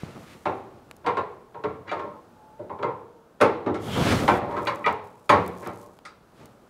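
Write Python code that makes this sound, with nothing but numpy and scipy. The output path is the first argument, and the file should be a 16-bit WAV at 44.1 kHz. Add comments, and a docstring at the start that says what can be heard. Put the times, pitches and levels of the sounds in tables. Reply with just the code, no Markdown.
"""Soft rubbing and a dull bump sound close by. Then a chipboard kitchen drawer is jiggled onto its
steel runners in a small hard room. It knocks against the cabinet: hard contacts ring the treble,
heavy ones the bass. The runners chink when struck, roll, scrape and squeak faintly. One loud
rubbing swish comes midway. There is also one sharp click, a few faint dry ticks and, late on,
a faint high crackle."""
import sys
import numpy as np
from scipy import signal
from scipy.fft import rfft, irfft, next_fast_len
from scipy.io import wavfile
from scipy.ndimage import map_coordinates

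SR = 44100
rng = np.random.default_rng(int(sys.argv[2]) if len(sys.argv) > 2 else 0)


def wrap_up_sound(samples):
    """Save the sound to the file named by the first command line argument, as 16-bit audio."""
    columns = np.atleast_2d(samples).T
    # keep every value between -1 and 1, then stretch to whole-number steps
    tamed = np.clip(columns, -1, 1)
    steps = np.round(tamed * 32767).astype(np.int16)
    wavfile.write(sys.argv[1], SR, steps)


N = 295334
TIME = np.arange(N) / SR
TOP_HZ = 15750

# Tone colours of the noises. Each row: frequency in Hz, relative level in dB.
ROOM_SPECTRUM = [(15, -40), (25, -8), (215, 0.5), (600, -4), (1400, -10), (1950, -21.5), (15500, -35.5)]
FLUTTER_SPECTRUM = [(20, -45), (45, -13), (90, 0), (230, -1.5), (380, -5), (700, -10.5), (1400, -17),
                    (2500, -80)]
SWISH_SPECTRUM = [(500, -59), (1200, 1.5), (2100, 0), (3200, -4.5), (4200, -7), (7000, -15), (11000, -24),
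                  (15000, -56)]
HISS_SPECTRUM = [(3000, 1), (7000, 6.1), (10000, 4), (13000, 2), (15500, -5)]
CABINET_SPECTRUM = [(60, -3.5), (100, 8.5), (200, -5.5), (450, 11.5), (690, -2), (1100, 2), (1520, -11.5),
                    (2200, -12.5), (3000, -26.5), (7000, -39), (10500, -40.5), (15500, -57.5)]
RUMBLE_SPECTRUM = [(50, -12), (100, 6.5), (300, 6.5), (600, 4), (1100, 10.5), (1500, -11.5), (2500, -44)]
SCRAPE_SPECTRUM = [(700, -24), (1400, 11), (2100, 8), (3000, -7), (4300, -10), (7000, -22), (14000, -67)]
# Rubbing strokes. Each row: start, peak and end in seconds, level and brightness in dB.
RUBS = [(-0.2, 0.036, 0.59, -45, 1.5), (0.087, 0.172, 0.26, -44, -17), (0.18, 0.32, 0.45, -50.5, 4.5),
        (0.31, 0.592, 2.26, -53, -5.5), (3.803, 3.985, 4.75, -25, -16), (3.821, 4.121, 4.375, -24, 3.5),
        (6.267, 6.422, 6.65, -47, -4)]
# The firmest rub whistles: start, peak and end in seconds.
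WHISTLE_TIMES = (3.805, 3.96, 4.4)
# Blows on the drawer. Each row: start in seconds, level, hardness and weight in dB,
# two boosted frequencies and one weakened frequency in Hz.
KNOCKS = [(0.454, -27, -4, 2, 385, 780, 435), (1.042, -34, -18, -4, 315, 950, 415),
          (1.062, -24, -2.5, -0.5, 437, 1000, 262), (1.169, -26, -4.5, -1.5, 411, 1045, 240),
          (1.542, -35, -21.5, -6.5, 415, 940, 1250), (1.637, -29, -7.5, 5, 303, 430, 825),
          (1.913, -28.5, -2, -5.5, 570, 650, 225), (1.993, -38, -1, 1, 520, 1060, 177),
          (2.591, -47.5, -15, 15.5, 340, 563, 1180), (2.694, -32.5, -22.5, -3.5, 870, 1030, 1230),
          (2.787, -38, -15, 5.5, 416, 910, 184), (2.826, -26.5, -8.5, 0, 458, 947, 715),
          (3.402, -28, -8, 2.5, 470, 580, 152), (3.410, -21, 6, 5.5, 343, 456, 160),
          (3.661, -30.5, -7.5, 10.5, 251, 333, 500), (3.742, -44.5, 14.5, 5, 248, 1300, 1040),
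          (4.278, -19.5, 3, -1, 700, 810, 425.7), (4.508, -39.5, -2.5, -4, 476, 1080, 300),
          (4.565, -33, -0.5, 4, 182, 1280, 154), (4.669, -29, 7.5, -6.5, 516, 1135, 373),
          (4.860, -23, 1, -2.5, 403, 955, 368), (5.292, -18.5, 5.5, 1.5, 180, 1084, 464),
          (5.324, -19, -10, 1, 175, 196, 290), (5.660, -41.5, 5, 11, 182, 1280, 920),
          (6.051, -63, 35, 8, 174, 1370, 960)]
# The drawer's own tones. Each row: pitch in Hz, level in dB, seconds to fade by 60 dB.
DRAWER_TONES = [(101.8, -8, 0.63), (180, -13, 1), (211.7, -12, 0.71), (307.5, -8, 0.59),
                (342.6, -7.5, 0.39), (414.3, -4.5, 0.57), (468.6, -6, 0.74), (489, -8, 1), (585.7, 6, 0.26),
                (784, -15, 0.72), (862, -10.5, 0.68), (944.4, -2, 0.34), (1062, -3.5, 0.46),
                (1258, -6, 0.072), (1353, -12, 0.46), (2106, -12.5, 0.13)]
# The room's echo. Each row: frequency in Hz, seconds to fade by 60 dB.
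ROOM_DECAY = [(80, 1), (210, 0.94), (560, 0.82), (1470, 0.52), (3880, 0.65), (10200, 0.31)]
# A knock's five bands, low to high: thud, box, panel, clack, steel.
# Each row: level in dB, share of the hardness, share of the weight.
KNOCK_BANDS = [(-15.5, 0.035, 1), (-5, 0.049, 0.86), (-1, 0.24, 0.13), (-8.5, 0.67, 0), (-27.5, 1, 0.2)]
# The borders of those bands in Hz.
BAND_EDGES = [85, 250, 700, 1500, 4000, 16000]
# One sharp click, then faint ticks. Each row: start in seconds, peak in dB, centre frequency in Hz.
TICKS = [(0.9119, -26.5, 1350), (0.966, -41.5, 11060), (4.758, -39.5, 9100), (4.927, -39.5, 7900),
         (5.463, -37, 5660), (5.478, -33, 9000), (5.673, -35, 9700), (5.989, -39.5, 1016),
         (6.457, -38.5, 8950)]
# Hits on a runner. Each row: start in seconds, most boosted frequency in Hz, level in dB.
PINGS = [(1.063, 3770, -38), (1.876, 2990, -43.5), (1.893, 2470, -30), (1.913, 4200, -42),
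         (2.826, 3800, -44), (3.410, 8000, -36), (4.564, 1540, -28), (4.659, 2090, -32), (4.671, 3400, -25),
         (4.842, 1750, -17), (4.862, 2340, -19), (5.294, 2000, -14.5), (5.295, 6630, -32.5),
         (6.052, 1320, -35.5)]
# A steel runner's own tones. Each row: pitch in Hz, level in dB.
RUNNER_TONES = [(1245, 14.5), (1985, 5.5), (2330, 4), (2830, -2.5), (3400, -5.5), (3880, -4), (4550, -3.5),
                (6600, -9), (9650, -8)]
# Pushes along the runners. Each row: start, peak and end in seconds, rumble and scrape in dB.
PUSHES = [(1.857, 1.885, 2.19, -39.5, -38), (1.95, 2.053, 2.2, -39.5, -78),
          (4.34, 4.55, 4.95, -29.5, -42.5), (5.61, 5.637, 5.92, -38.5, -41.5)]
# Runner squeaks. Each row: start, peak and end in seconds, starting pitch in Hz, level in dB.
SQUEAKS = [(2.319, 2.433, 3.24, 849, -53.5)]
# Spells of faint crackle. Each row: start, peak and end in seconds, level in dB.
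CRACKLES = [(4.5, 4.635, 4.98, -60), (5.05, 5.716, 5.97, -60)]


def amp(db):
    """Turn decibels into a gain."""
    return 10 ** (np.asarray(db) / 20)


def unit(x):
    """Scale x to an average (rms) level of 1."""
    return x / np.sqrt(np.mean(x ** 2) + 1e-20)


def along(points, hz):
    """Read between (Hz, value) points on a log frequency axis."""
    f, v = np.transpose(points)
    return np.interp(np.log(hz + 1), np.log(f + 1), v)


def bell(hz, centre_hz, width=0.082):
    """A bell curve over pitch, 1 at its centre."""
    return np.exp(-(np.log(hz / centre_hz) / width) ** 2)


def wobble(rate):
    """A smooth curve through `rate` random points a second."""
    return map_coordinates(rng.standard_normal(int(N * rate / SR) + 4), [TIME * rate])


def filtered(x, response):
    """Scale each frequency of x by response(Hz)."""
    size = next_fast_len(len(x) + 8192)
    return irfft(rfft(x, size) * response(np.fft.rfftfreq(size, 1 / SR)), size)[:len(x)]


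def coloured(x, spectrum):
    """Shape x with a spectrum, at level 1."""
    return unit(filtered(x, lambda hz: amp(along(spectrum, hz))))


def noise(spectrum, size=N):
    """Noise with the given spectrum, at level 1."""
    return coloured(rng.standard_normal(size), spectrum)


def grains(per_second, spread_db):
    """Random tiny spikes of uneven size."""
    hits = rng.random(N) < per_second / SR
    return hits * rng.standard_normal(N) * amp(spread_db * rng.standard_normal(N))


def band(x, low_hz, high_hz, order):
    """Keep what lies between two frequencies."""
    edges = [low_hz, min(high_hz, SR / 2 - 1000)]
    return signal.sosfilt(signal.butter(order, edges, "band", fs=SR, output="sos"), x)


def add(track, start, sound):
    """Mix a sound into the track at `start` seconds."""
    part = track[max(round(start * SR), 0):][:len(sound)]
    part += sound[:len(part)]


def stroke(start, peak, end, swell_db, curve=1.42, fade_s=0.052):
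    """A gain that swells to 1, falls, and past its ends drops 20 dB every fade_s."""
    dip = np.interp(TIME, [start, peak], [1, 0]) ** curve + np.interp(TIME, [peak, end], [0, 1])
    outside_s = np.abs(TIME - np.clip(TIME, start, end))
    return amp(-swell_db * dip - 20 * outside_s / fade_s)


def fading(x, share):
    """Each frequency of x dies away in a share of the room's echo time."""
    hz, age, spectra = signal.stft(x, SR, nperseg=256)
    decay_s = share * along(ROOM_DECAY, hz)[:, None]
    return signal.istft(spectra * amp(-60 * age / decay_s), SR, nperseg=256)[1][:len(x)]


def room_tone(level_db=-56):
    """The quiet room: low noise whose level drifts a little."""
    return amp(level_db + wobble(2.75)) * noise(ROOM_SPECTRUM)


def rubbing(swish_db=-8, hiss_db=-24, whistle_db=-38, lumps_db=2, whistle_hz=(2920, 3580)):
    """Dry rubbing close by: a lumpy low flutter under a fine, slightly whistling swish."""
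    flutter, swish, hiss = np.zeros((3, N))
    firmest_db = max(row[3] for row in RUBS)
    for *times, db, bright_db in RUBS:
        flutter += amp(db) * stroke(*times, swell_db=21, curve=0.61)
        swish += amp(db + bright_db + swish_db) * stroke(*times, swell_db=26)
        # the hiss depends less on pressure, so light strokes are airier
        airy_db = firmest_db + 0.87 * (db - firmest_db)
        hiss += amp(airy_db + bright_db + hiss_db) * stroke(*times, swell_db=10.5, fade_s=0.024)
    low = flutter * unit(amp(lumps_db * wobble(45)) * noise(FLUTTER_SPECTRUM))
    high = swish * noise(SWISH_SPECTRUM) + hiss * noise(HISS_SPECTRUM)
    narrow_noise = unit(band(rng.standard_normal(N), *whistle_hz, order=2))
    whistle = amp(whistle_db) * stroke(*WHISTLE_TIMES, swell_db=26) * narrow_noise
    roughness = unit(amp(wobble(190)))
    return low + (high + whistle) * roughness


def bump(start=0.034, hz=150, level_db=-20, decay_s=0.03):
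    """A soft dull bump close by: one low tone that dies at once."""
    out, t = np.zeros(N), np.arange(SR // 10) / SR
    thump = amp(level_db - 60 * t / decay_s) * np.cos(2 * np.pi * hz * t)
    add(out, start, band(thump, 40, 980, order=2))
    return out


def blow(t, swell_s, colour_db, tones_db=-5, early_db=10, early_share=0.41, ripple_db=16):
    """One blow: a crack at the contact, then the panels, cabinet and room ring."""
    hz, db, decay_s = np.transpose(DRAWER_TONES)[:, :, None]
    strength = amp(db + colour_db(hz) + 2 * rng.standard_normal(hz.shape))
    hz = hz * (1 + 0.00978 * rng.standard_normal(hz.shape))  # the drawer rests differently each time
    # the ring dies in two stages: quickly in the box, then slowly in the room
    fall_db = -60 * t / decay_s
    envelope = np.hypot(amp(fall_db), amp(early_db + fall_db / early_share))
    tones = np.sum(strength * envelope * np.sin(2 * np.pi * (hz * t + rng.random(hz.shape))), 0)
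    # the box has many weak tones of its own; the room evens them out
    grid_hz = np.arange(40, 16000, 25)
    room_db = along(CABINET_SPECTRUM, grid_hz) + colour_db(grid_hz)
    box_db = room_db + ripple_db * np.tanh(rng.standard_normal(len(grid_hz)) / 2)
    box = fading(noise(np.c_[grid_hz, box_db], len(t)), early_share)
    room = fading(noise(np.c_[grid_hz, room_db], len(t)), share=0.98)
    ring = amp(tones_db) * tones + amp(early_db) * box + room
    crack = amp(3 - 60 * t / 0.083) * noise([(600, 27), (2000, 13.5), (4500, 0.5), (16000, -18)], len(t))
    # the panels take a few milliseconds to get moving, the contact far less
    return crack * (1 - np.exp(-10 * t / swell_s)) + ring * (1 - np.exp(-t / swell_s))


def knocks(boost_db=7, cut_db=9):
    """The drawer hits the cabinet: hard contacts ring the treble, heavy ones the bass."""
    out, t = np.zeros(N), np.arange(SR * 3 // 4) / SR
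    attack = t < 0.04
    for start, level_db, hardness_db, weight_db, low_hz, high_hz, weak_hz in KNOCKS:
        # the spot that is struck boosts two pitch regions and weakens a third
        colour_db = lambda f: boost_db * (bell(f, low_hz) + bell(f, high_hz)) - cut_db * bell(f, weak_hz)
        swell_s = 0.0086 * 2 ** (-hardness_db / 25)  # soft contacts swell more slowly
        # a stronger, harder contact is briefer and reaches higher into the treble
        reach_hz = min(19000 * 2 ** ((level_db + hardness_db) / 32), TOP_HZ)
        ring = band(blow(t, swell_s, colour_db), BAND_EDGES[0] / 2, reach_hz, order=4)
        for (db, hard, heavy), low, high in zip(KNOCK_BANDS, BAND_EDGES, BAND_EDGES[1:]):
            part = band(ring, low, high, order=4)
            boost = np.sqrt(np.mean(amp(colour_db(np.arange(low, high))) ** 2))
            gain = boost * amp(level_db + db + hard * hardness_db + heavy * weight_db)
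            add(out, start, gain * part / np.std(part[attack]))
    return out


def ticks(decay_s=0.0099):
    """One sharp click and a few faint dry ticks, each a short burst of noise."""
    out, t = np.zeros(N), np.arange(SR // 40) / SR
    for start, db, hz in TICKS:
        burst = rng.standard_normal(len(t)) * amp(-60 * t / decay_s)
        tick = band(burst, hz / 2, hz * np.sqrt(2), order=1)
        add(out, start, amp(db) * tick / np.abs(tick).max())
    return out


def pings(attack_s=0.0022, chink_s=0.061, ring_s=0.27, ring_db=-14, detune=0.017):
    """A struck steel runner: clusters of close tones chink briefly, then ring on faintly."""
    out, t = np.zeros(N), np.arange(SR // 2) / SR
    envelope = (1 - np.exp(-t / attack_s)) * (amp(-60 * t / chink_s) + amp(ring_db - 60 * t / ring_s))
    hz, tone_db = np.transpose(RUNNER_TONES)[:, :, None]
    for start, boosted_hz, db in PINGS:
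        strength = amp(tone_db) * bell(hz, boosted_hz, width=0.56)
        cluster_hz = hz * (1 + detune * rng.standard_normal((len(hz), 5)))
        tones = np.sin(2 * np.pi * (cluster_hz[..., None] * t + rng.random(cluster_hz.shape)[..., None]))
        add(out, start, amp(db) * envelope * unit(np.sum(strength * tones.sum(axis=1), axis=0)))
    return out


def rolling(rumble_db=-3, scrape_db=-4, width_hz=14):
    """Rollers chatter and scrape over the steel track and shake the drawer's panels."""
    rumble = sum(amp(db + rumble_db) * stroke(*times, swell_db=10.5) for *times, db, _ in PUSHES)
    scrape = sum(amp(db + scrape_db) * stroke(*times, swell_db=36) for *times, _, db in PUSHES)
    panels = lambda f: 0.1 + sum(amp(db) / (1 + ((f - hz) / width_hz) ** 2) for hz, db, _ in DRAWER_TONES)
    chatter = coloured(grains(per_second=2500, spread_db=2), RUMBLE_SPECTRUM)
    return rumble * unit(filtered(chatter, panels)) + scrape * noise(SCRAPE_SPECTRUM)


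def squeak(rise_hz_per_s=85, waver=0.0177):
    """A runner sings faintly as it sticks and slips, its pitch creeping up."""
    out = np.zeros(N)
    for start, peak, end, hz, db in SQUEAKS:
        pitch = (hz + rise_hz_per_s * (TIME - start)) * (1 + waver * wobble(160))
        tone = unit(np.sin(2 * np.pi * np.cumsum(pitch) / SR))
        out += amp(db) * stroke(start, peak, end, swell_db=13) * tone
    return out


def crackle(clumps_db=3):
    """Faint, high, fine-grained crackle that comes in clumps."""
    specks = grains(per_second=2500, spread_db=5.5)
    clumps = coloured(specks * amp(clumps_db * wobble(18)), HISS_SPECTRUM)
    return clumps * sum(amp(db) * stroke(*times, swell_db=12) for *times, db in CRACKLES)


def scene():
    """Mix the quiet room, the small noises and the drawer into one channel."""
    mix = room_tone() + rubbing() + bump() + knocks() + ticks() + pings() + rolling() + squeak()
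    return (mix + crackle())[None]


def record(dry):
    """Cut away the very highest treble."""
    return filtered(dry[0], lambda hz: hz < TOP_HZ)[None]


dry = scene()
out = record(dry)
wrap_up_sound(out)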